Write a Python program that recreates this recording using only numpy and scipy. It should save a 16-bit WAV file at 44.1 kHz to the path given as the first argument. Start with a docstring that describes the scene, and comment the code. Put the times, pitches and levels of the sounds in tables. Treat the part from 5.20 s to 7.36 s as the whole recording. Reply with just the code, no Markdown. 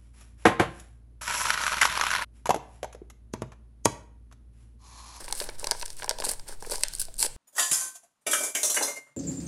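"""Two hands tear a strip off a paper envelope, close to the microphone in a small room.
Mains hum, hiss and a slow rumble lie underneath throughout; fingers and paper slide from the first moment.
Dry ticks and sharp snaps of the sheet follow, each snap with a low flex; from 0.17 s fibres rip, short and
bright. A finger thumps the sheet softly at 1.42 s; a few snaps after 2 s and the room's tail come last.
Bursts of noise, ringing modes and dense coloured clicks make the paper; a wall echo and a tail, the room."""
import sys
import numpy as np
from scipy import signal
from scipy.fft import rfft, irfft, next_fast_len
from scipy.io import wavfile

SR = 44100
rng = np.random.default_rng(int(sys.argv[2]) if len(sys.argv) > 2 else 0)


def unload_wav(signal):
    """Save mono or channel-first audio to the path in sys.argv[1] as 16-bit WAV at rate SR, clipped to [-1, 1]."""
    wavfile.write(
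        sys.argv[1],
        SR,
        np.round(np.clip(np.atleast_2d(signal).T, -1, 1) * 32767).astype(np.int16),
    )


N = 95432
T = np.arange(N) / SR

# colour of the sheet when shaken: [f/Hz, level/dB]
SHAKEN_SHEET = [(80, -28.5), (200, -3.5), (330, -3.5), (470, 1.5), (700, -4), (920, -1), (1200, -8.5),
                (1600, -2.5), (3000, -20.5), (8000, -71)]
# colour of breaking fibres, brightest at FIBRE_PEAK_HZ: [f/Hz, level/dB]
BREAKING_FIBRE = [(400, -31), (1200, -31.5), (1560, -4.5), (1950, -35), (2600, -13), (3500, -13),
                  (4100, -3.5), (4700, 1), (5500, -3), (6400, -4), (8300, 7), (9900, 4), (11000, -1),
                  (12800, -12), (15000, -10.5), (16500, -72)]
FIBRE_PEAK_HZ = 8300


def from_db(db):
    """Decibels to gain."""
    return 10 ** (np.asarray(db) / 20)


def rms_one(x):
    """Scale to unit rms."""
    return x / np.sqrt(np.mean(x ** 2) + 1e-20)


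def one_ms(x):
    """Scale a burst to the energy of one millisecond at unit level."""
    return x / np.sqrt(np.sum(x ** 2) / (SR / 1000) + 1e-20)


def colour(x, points):
    """Causal (minimum-phase) filter through [f/Hz, level/dB] points."""
    size = 2 * next_fast_len(len(x))
    hz, db = np.transpose(points)
    bins = np.maximum(np.arange(size // 2 + 1) * SR / size, 1)
    level_db = np.interp(np.log(bins), np.log(hz), db)
    # folding the cepstrum onto positive time gives minimum phase
    cepstrum = irfft(np.log(from_db(level_db)))
    cepstrum[1:size // 2] *= 2
    cepstrum[size // 2 + 1:] = 0
    response = np.exp(rfft(cepstrum))
    return irfft(rfft(x, size) * response)[:len(x)]


def low_cut(x, hz):
    """A small sheet radiates little bass."""
    return signal.sosfilt(signal.butter(2, hz, "high", fs=SR, output="sos"), x)


def drift(rate_hz):
    """Smooth random wandering with unit rms: low-passed noise, its start-up dropped."""
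    sos = signal.butter(2, rate_hz, fs=SR, output="sos")
    return rms_one(signal.sosfilt(sos, rng.standard_normal(2 * N))[N:])


def add(out, s, burst):
    """Mix a burst in at a time in seconds."""
    i = max(int(s * SR), 0)
    out[i:i + len(burst)] += burst[:N - i]


def grains(per_s, spread_db):
    """Clicks of random time and sign; their levels depart from 0 dB by an exponential chance."""
    sizes = from_db(spread_db * np.minimum(rng.exponential(1, N), 4))
    signs = rng.choice([-1, 1], N)
    return sizes * signs * (rng.random(N) < per_s / SR)


def crackle(per_s, spread_db, ring_s, count=14):
    """Tiny cracks at many spots of the paper; each spot rings briefly with a colour of its own."""
    t = T[:SR // 250]
    spots = rng.standard_normal((count, len(t))) * np.exp(-t / ring_s)
    return sum(np.convolve(grains(per_s / count, spread_db), one_ms(spot))[:N] for spot in spots)


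def strokes(rows, attack_s, release_s):
    """Envelopes of the friction (sloping in dB) and of the sheet (level): attack, hold, release."""
    friction, sheet = 0, 0
    for start, end, first_db, last_db, sheet_db in rows:
        attack = np.clip((T - start) / attack_s + .5, 0, 1)
        gate = attack * np.exp(-np.maximum(T - end, 0) / release_s)
        friction = friction + gate * from_db(np.interp(T, [start, end], [first_db, last_db]))
        sheet = sheet + gate * from_db(sheet_db)
    return friction, sheet


def background():
    """Coloured noise for still air, a steady sine for mains hum, twice low-passed noise for the rumble."""
    # still air: [f/Hz, level/dB]
    air_tone = [(10, 8.5), (27, 14), (38, -6.5), (50, -4.5), (100, -13), (200, -19), (500, -22),
                (1500, -35), (5000, -32.5), (10000, -33), (16000, -44)]
    air_db, hum_hz, hum_db = -44, 117.5, -64.5
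    rumble_hz, rumble_db = 8.6, -39  # level ahead of the second low-pass
    air = from_db(air_db) * rms_one(colour(rng.standard_normal(N), air_tone))
    rumble_sos = signal.butter(2, 2 * rumble_hz, fs=SR, output="sos")
    rumble = from_db(rumble_db) * signal.sosfilt(rumble_sos, drift(rumble_hz))
    hum = from_db(hum_db) * np.sqrt(2) * np.sin(2 * np.pi * hum_hz * T)
    return air + rumble + hum


def slides():
    """The paper's grain catches and slips under the fingers, and the bending sheet crinkles dully."""
    # paper and fingers slide; the faint run at 0.915 s is the sheet ringing:
    # [start t/s, end t/s, hiss level at start/dB, at end/dB, sheet level/dB]
    slide_runs = [(0, .027, -42, -46, -48), (.045, .088, -51, -46.5, -56.5), (.100, .200, -48.5, -43, -54),
                  (.205, .275, -41, -45.5, -51.5), (.280, .355, -61, -55, -57),
                  (.385, .505, -45.5, -48.5, -52.5), (.520, .660, -48.5, -53.5, -66),
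                  (.665, .760, -48.5, -54.5, -78), (.770, .862, -45, -50.5, -60.5),
                  (.915, .985, -64, -77, -62), (.995, 1.140, -46, -42, -55.5),
                  (1.265, 1.288, -50.5, -45.5, -53.5), (1.292, 1.340, -48.5, -50.5, -53.5),
                  (1.398, 1.422, -57, -49.5, -67), (1.424, 1.500, -54, -45, -55),
                  (1.505, 1.625, -41.5, -45.5, -68), (1.645, 1.735, -71, -45, -81),
                  (1.740, 1.795, -48, -56, -71), (1.822, 1.862, -39, -57, -70)]
    # colour of sliding: [f/Hz, level/dB]
    slide_tone = [(400, -21), (1200, -4.5), (1600, -23), (2000, -5.5), (3400, -1.5), (4500, 5.5),
                  (5500, 5.5), (6600, 0), (9000, 9), (11000, 2.5), (13000, -6.5), (16000, -15.5)]
    rough_db = 3  # spread of the wandering strength
    hiss, sheet = strokes(slide_runs, attack_s=0.014, release_s=0.01)
    catches = crackle(per_s=4600, spread_db=1.5, ring_s=0.00011)
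    catches = catches * from_db(rough_db * drift(rate_hz=33))
    crinkles = grains(per_s=650, spread_db=1)
    friction = hiss * rms_one(colour(catches, slide_tone))
    return friction + sheet * rms_one(colour(crinkles, SHAKEN_SHEET))


def ticks():
    """Dry ticks of lone fibres, and the bright part of the snap at 2.027 s, as short noise bursts."""
    # single fibres part; the row at 2.0271 s is the bright part of a snap: [t/s, level/dB]
    tick_rows = [(0.026, -46), (.0605, -37.5), (0.1108, -31), (.1518, -29), (.1586, -33), (.298, -38.5),
                 (.3964, -29.5), (0.597, -33), (.604, -34), (0.656, -31), (.730, -38.5), (0.7682, -37.5),
                 (0.861, -37), (1.008, -30), (1.0502, -18.5), (1.0547, -28), (1.094, -21), (1.0972, -28),
                 (1.476, -43), (1.537, -31), (1.5945, -37), (1.625, -36), (1.6288, -30), (1.6836, -26),
                 (1.721, -43), (1.7364, -28), (1.751, -23), (1.7627, -37), (1.7858, -32), (1.797, -23.5),
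                 (1.816, -19.5), (1.8526, -32), (1.9412, -36), (1.956, -47), (1.967, -39), (1.994, -28),
                 (2.003, -22), (2.0271, -10.5)]
    decay_s = 0.001
    out, t = np.zeros(N), T[:SR // 50]
    for s, db in tick_rows:
        burst = rng.choice([-1, 1], len(t)) * np.exp(-t / decay_s)
        add(out, s, from_db(db) * one_ms(colour(burst, BREAKING_FIBRE)))
    return out


def snaps():
    """The paper snaps, and once a finger thumps the sheet softly: each a crack and a flex set off together."""
    # snaps of the paper, and a low finger thump at 1.4245 s:
    # [t/s, crack level/dB, treble tilt/dB per unit share, flex f/Hz, flex level/dB]
    snap_rows = [(0.043, -33, 0, 610, -43), (0.081, -33, -12, 664, -32), (0.1017, -40, -23, 1000, -33),
                 (0.1252, -17, 6, 1054, -26.5), (0.2013, -20.5, -4.5, 1050, -37),
                 (0.213, -34, -10, 674, -25.5), (0.2207, -33.5, -16, 563, -31.5),
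                 (0.2405, -30.5, 2.5, 610, -51), (0.2891, -30.5, -6, 524, -28.5),
                 (0.2925, -33.5, -22, 1376, -36), (0.4286, -43, 3, 575, -29),
                 (0.443, -21.5, -3, 790, -26.5), (0.4704, -18.5, -2.5, 780, -26),
                 (0.491, -48, -12, 860, -34), (0.511, -11.5, 0, 960, -25), (0.5172, -21, -5.5, 880, -20.5),
                 (0.5486, -40, -22, 805, -34), (0.613, -29, -5.5, 780, -43), (0.6215, -30, 10, 940, -37.5),
                 (0.6253, -26.5, -7, 840, -35), (0.6289, -30.5, -28, 740, -29),
                 (0.6596, -26.5, 0.5, 926, -50), (0.6796, -35, -2, 810, -48), (0.703, -30, 0.5, 860, -50),
                 (0.7981, -41.5, -41, 1060, -40.5), (0.8224, -27, -29, 920, -33),
                 (0.8308, -31, -6, 814, -29.5), (0.8433, -26.5, 3, 1020, -26.5),
                 (0.8789, -33.5, -30, 740, -27), (0.8933, -13.5, 0, 1020, -27), (0.9004, -26, -3, 714, -33),
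                 (0.9096, -21.5, -6.5, 694, -21), (0.986, -29.5, -3.5, 796, -30),
                 (1.0009, -25, -3, 700, -25), (1.0217, -28.5, -11, 810, -26.5),
                 (1.0399, -33, -2, 870, -23.5), (1.0647, -31, -2, 360, -37), (1.0684, -37, -12, 320, -30),
                 (1.0904, -20, 10.5, 590, -32.5), (1.1146, -20.5, 23, 795, -31.5),
                 (1.1354, -30, 14, 805, -39), (1.1959, -35, 0, 1200, -44), (1.2923, -49, -18, 487, -34),
                 (1.3244, -40, 21, 790, -36.5), (1.4244, -34, 6.5, 815, -30), (1.4245, -52, -15, 178, -40),
                 (1.448, -40.5, -31, 940, -36.5), (1.465, -40, 26, 450, -38), (1.4714, -51, 13, 490, -34),
                 (1.498, -29, 9, 716, -32), (1.516, -31, 3, 700, -27), (1.5203, -24.5, -6, 405, -24),
                 (1.5331, -33, -2, 770, -31), (1.5411, -37, -9, 864, -30), (1.557, -25, 4, 760, -37),
                 (1.5808, -32.5, 7, 820, -35.5), (1.6091, -31.5, 8, 860, -39.5),
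                 (1.6349, -10, -3, 880, -28), (1.8839, -44.5, -23, 455, -37.5),
                 (2.0272, -15, -8.5, 1080, -24), (2.0478, -28.5, -8.5, 716, -27),
                 (2.063, -26, -6, 606, -29)]
    out = np.zeros(N)
    for s, crack_db, tilt_db, flex_hz, flex_db in snap_rows:
        add(out, s, from_db(crack_db) * crack(tilt_db) + from_db(flex_db) * flex(flex_hz))
    return out


def crack(tilt_db):
    """A millisecond noise burst with little bass; the tilt makes soft folds dull and sharp ones bright."""
    # colour of a crack: [f/Hz, level/dB]
    crack_tone = [(300, -10), (1150, -21.5), (1560, -2.5), (1950, -11), (2300, -8), (3100, -6.5),
                  (3800, -1.5), (4550, 4.5), (5500, 3), (6700, -3), (8800, 3), (10500, -4), (12500, -13.5),
                  (16000, -26)]
    rise_s, decay_s, tail_s, tail_db = 0.00022, 0.00083, 0.0027, -10
    t = T[:SR // 20]
    fall = np.exp(-t / decay_s) + from_db(tail_db) * np.exp(-t / tail_s)
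    envelope = fall * (1 - np.exp(-t / rise_s))
    burst = colour(rng.choice([-1, 1], len(t)) * envelope, crack_tone)
    # two treble shelves, each an octave wide, with their shares of the tilt
    for shelf_hz, share in [(6500, 1), (3400, 0.79)]:
        burst = colour(burst, [(shelf_hz / np.sqrt(2), 0), (shelf_hz * np.sqrt(2), share * tilt_db)])
    return one_ms(low_cut(burst, hz=464))


def flex(centre_hz):
    """A short wobble of the sheet; the size of the moving patch favours the modes near one pitch."""
    # modes of the held sheet: [f/Hz, level/dB, t60/s]
    sheet_modes = [(194, -10, 0.029), (314, -13, 0.029), (401, -7, 0.046), (471, 5, 0.021), (602, 0, 0.031),
                   (858, 1, 0.027), (954, 3.5, 0.025), (1280, -16, 0.029), (1596, 7, 0.016),
                   (2223, 3, 0.032)]
    scatter_db, focus_db = 4, 8  # chance of each mode; loss at one octave from the centre
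    detune_share, swell_s = 0.038, 0.00076
    t = T[:SR // 20]
    hz, mode_db, t60 = np.transpose(sheet_modes)[:, :, None]
    strength, detune, side = rng.standard_normal((3, len(sheet_modes), 1))
    focus = focus_db * np.log2(hz / centre_hz) ** 2
    gains = np.sign(side) * from_db(mode_db + scatter_db * strength - focus)
    waves = np.sin(2 * np.pi * hz * (1 + detune_share * detune) * t)
    modes = gains * waves * np.exp(-np.log(1000) * t / t60)
    swell = 1 - np.exp(-t / swell_s)
    return one_ms(low_cut(modes.sum(axis=0) * swell, hz=225))


def rips():
    """Fibres break in a clump at each slip and shake the sheet; their ring shifts with each pull's tension."""
    # runs of tearing: [start t/s, end t/s, fibre level at start/dB, at end/dB, sheet level/dB,
    # brightest ring of the fibres f/Hz]
    rip_runs = [(0.173, 0.246, -40, -43, -62, 8700), (1.037, 1.056, -33, -29, -49, 8000),
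                (1.062, 1.1, -41, -29, -45, 8270), (1.108, 1.119, -43, -30, -45, 8500),
                (1.51, 1.556, -31, -43, -47, 8400), (1.795, 1.824, -25.5, -35.5, -53, 8830),
                (1.981, 1.994, -36.5, -31, -57, 8500), (1.997, 2.031, -28, -27.5, -46.5, 8400),
                (2.032, 2.064, -26.5, -27, -44, 8300)]
    out = np.zeros(N)
    # the negative spread makes most fibres strong and a few weak
    breaks = crackle(per_s=6000, spread_db=-1.5, ring_s=0.00023) * slips()
    shaken = rms_one(colour(breaks, SHAKEN_SHEET))
    for *run, ring_hz in rip_runs:
        fibres, sheet = strokes([run], attack_s=0.0058, release_s=0.0036)
        taut = [(hz * ring_hz / FIBRE_PEAK_HZ, db) for hz, db in BREAKING_FIBRE]
        out += fibres * rms_one(colour(breaks, taut)) + sheet * shaken
    return out


def slips(count=2000):
    """The tear sticks and slips: each jerk starts at once and dies away until the next."""
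    slips_per_s, decay_s, jitter, rough_db = 280, 0.0033, 0.6, 1.5  # rate ahead of the jitter
    gaps = (1 + jitter * rng.uniform(-0.87, 1, count)) / slips_per_s
    starts = np.cumsum(gaps) - gaps[0]
    sizes = from_db(rough_db * rng.standard_normal(count))
    last = np.searchsorted(starts, T, side="right") - 1
    return sizes[last] * np.exp(-(T - starts[last]) / decay_s)


def room(x):
    """One wall echo and a short diffuse tail of decaying noise."""
    # colour of the room's answer: [f/Hz, level/dB]
    room_tone = [(100, -4.5), (500, -0.5), (1000, 0.5), (2500, 0.5), (5000, -5.5), (9000, -4), (16000, -14)]
    t60_s, delay_s, wall_s = 0.42, 0.01, 0.017
    tail_db, wall_db = -12.5, -23  # levels ahead of the colour
    tail = rng.standard_normal(N) * np.exp(-np.log(1000) * T / t60_s) * (T > delay_s)
    tail *= from_db(tail_db) / np.sqrt(np.sum(tail ** 2))
    add(tail, wall_s, from_db([wall_db]))
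    return colour(signal.fftconvolve(x, tail)[:N], room_tone)


def scene():
    """The paper, its room and the background; two independent draws feed the room for a smoother tail."""
    friction = rips() + slides()
    direct = snaps() + ticks() + friction
    second_draw = snaps() + ticks() + friction  # heard only by way of the room
    answer = (room(direct) + room(second_draw)) / np.sqrt(2)
    return (direct + answer + background())[None]


def record(dry):
    """The top is cut steeply by an elliptic low-pass."""
    cutoff_hz = 16250
    return signal.sosfilt(signal.ellip(10, .1, 80, cutoff_hz, fs=SR, output="sos"), dry)


dry = scene()
out = record(dry)
unload_wav(out)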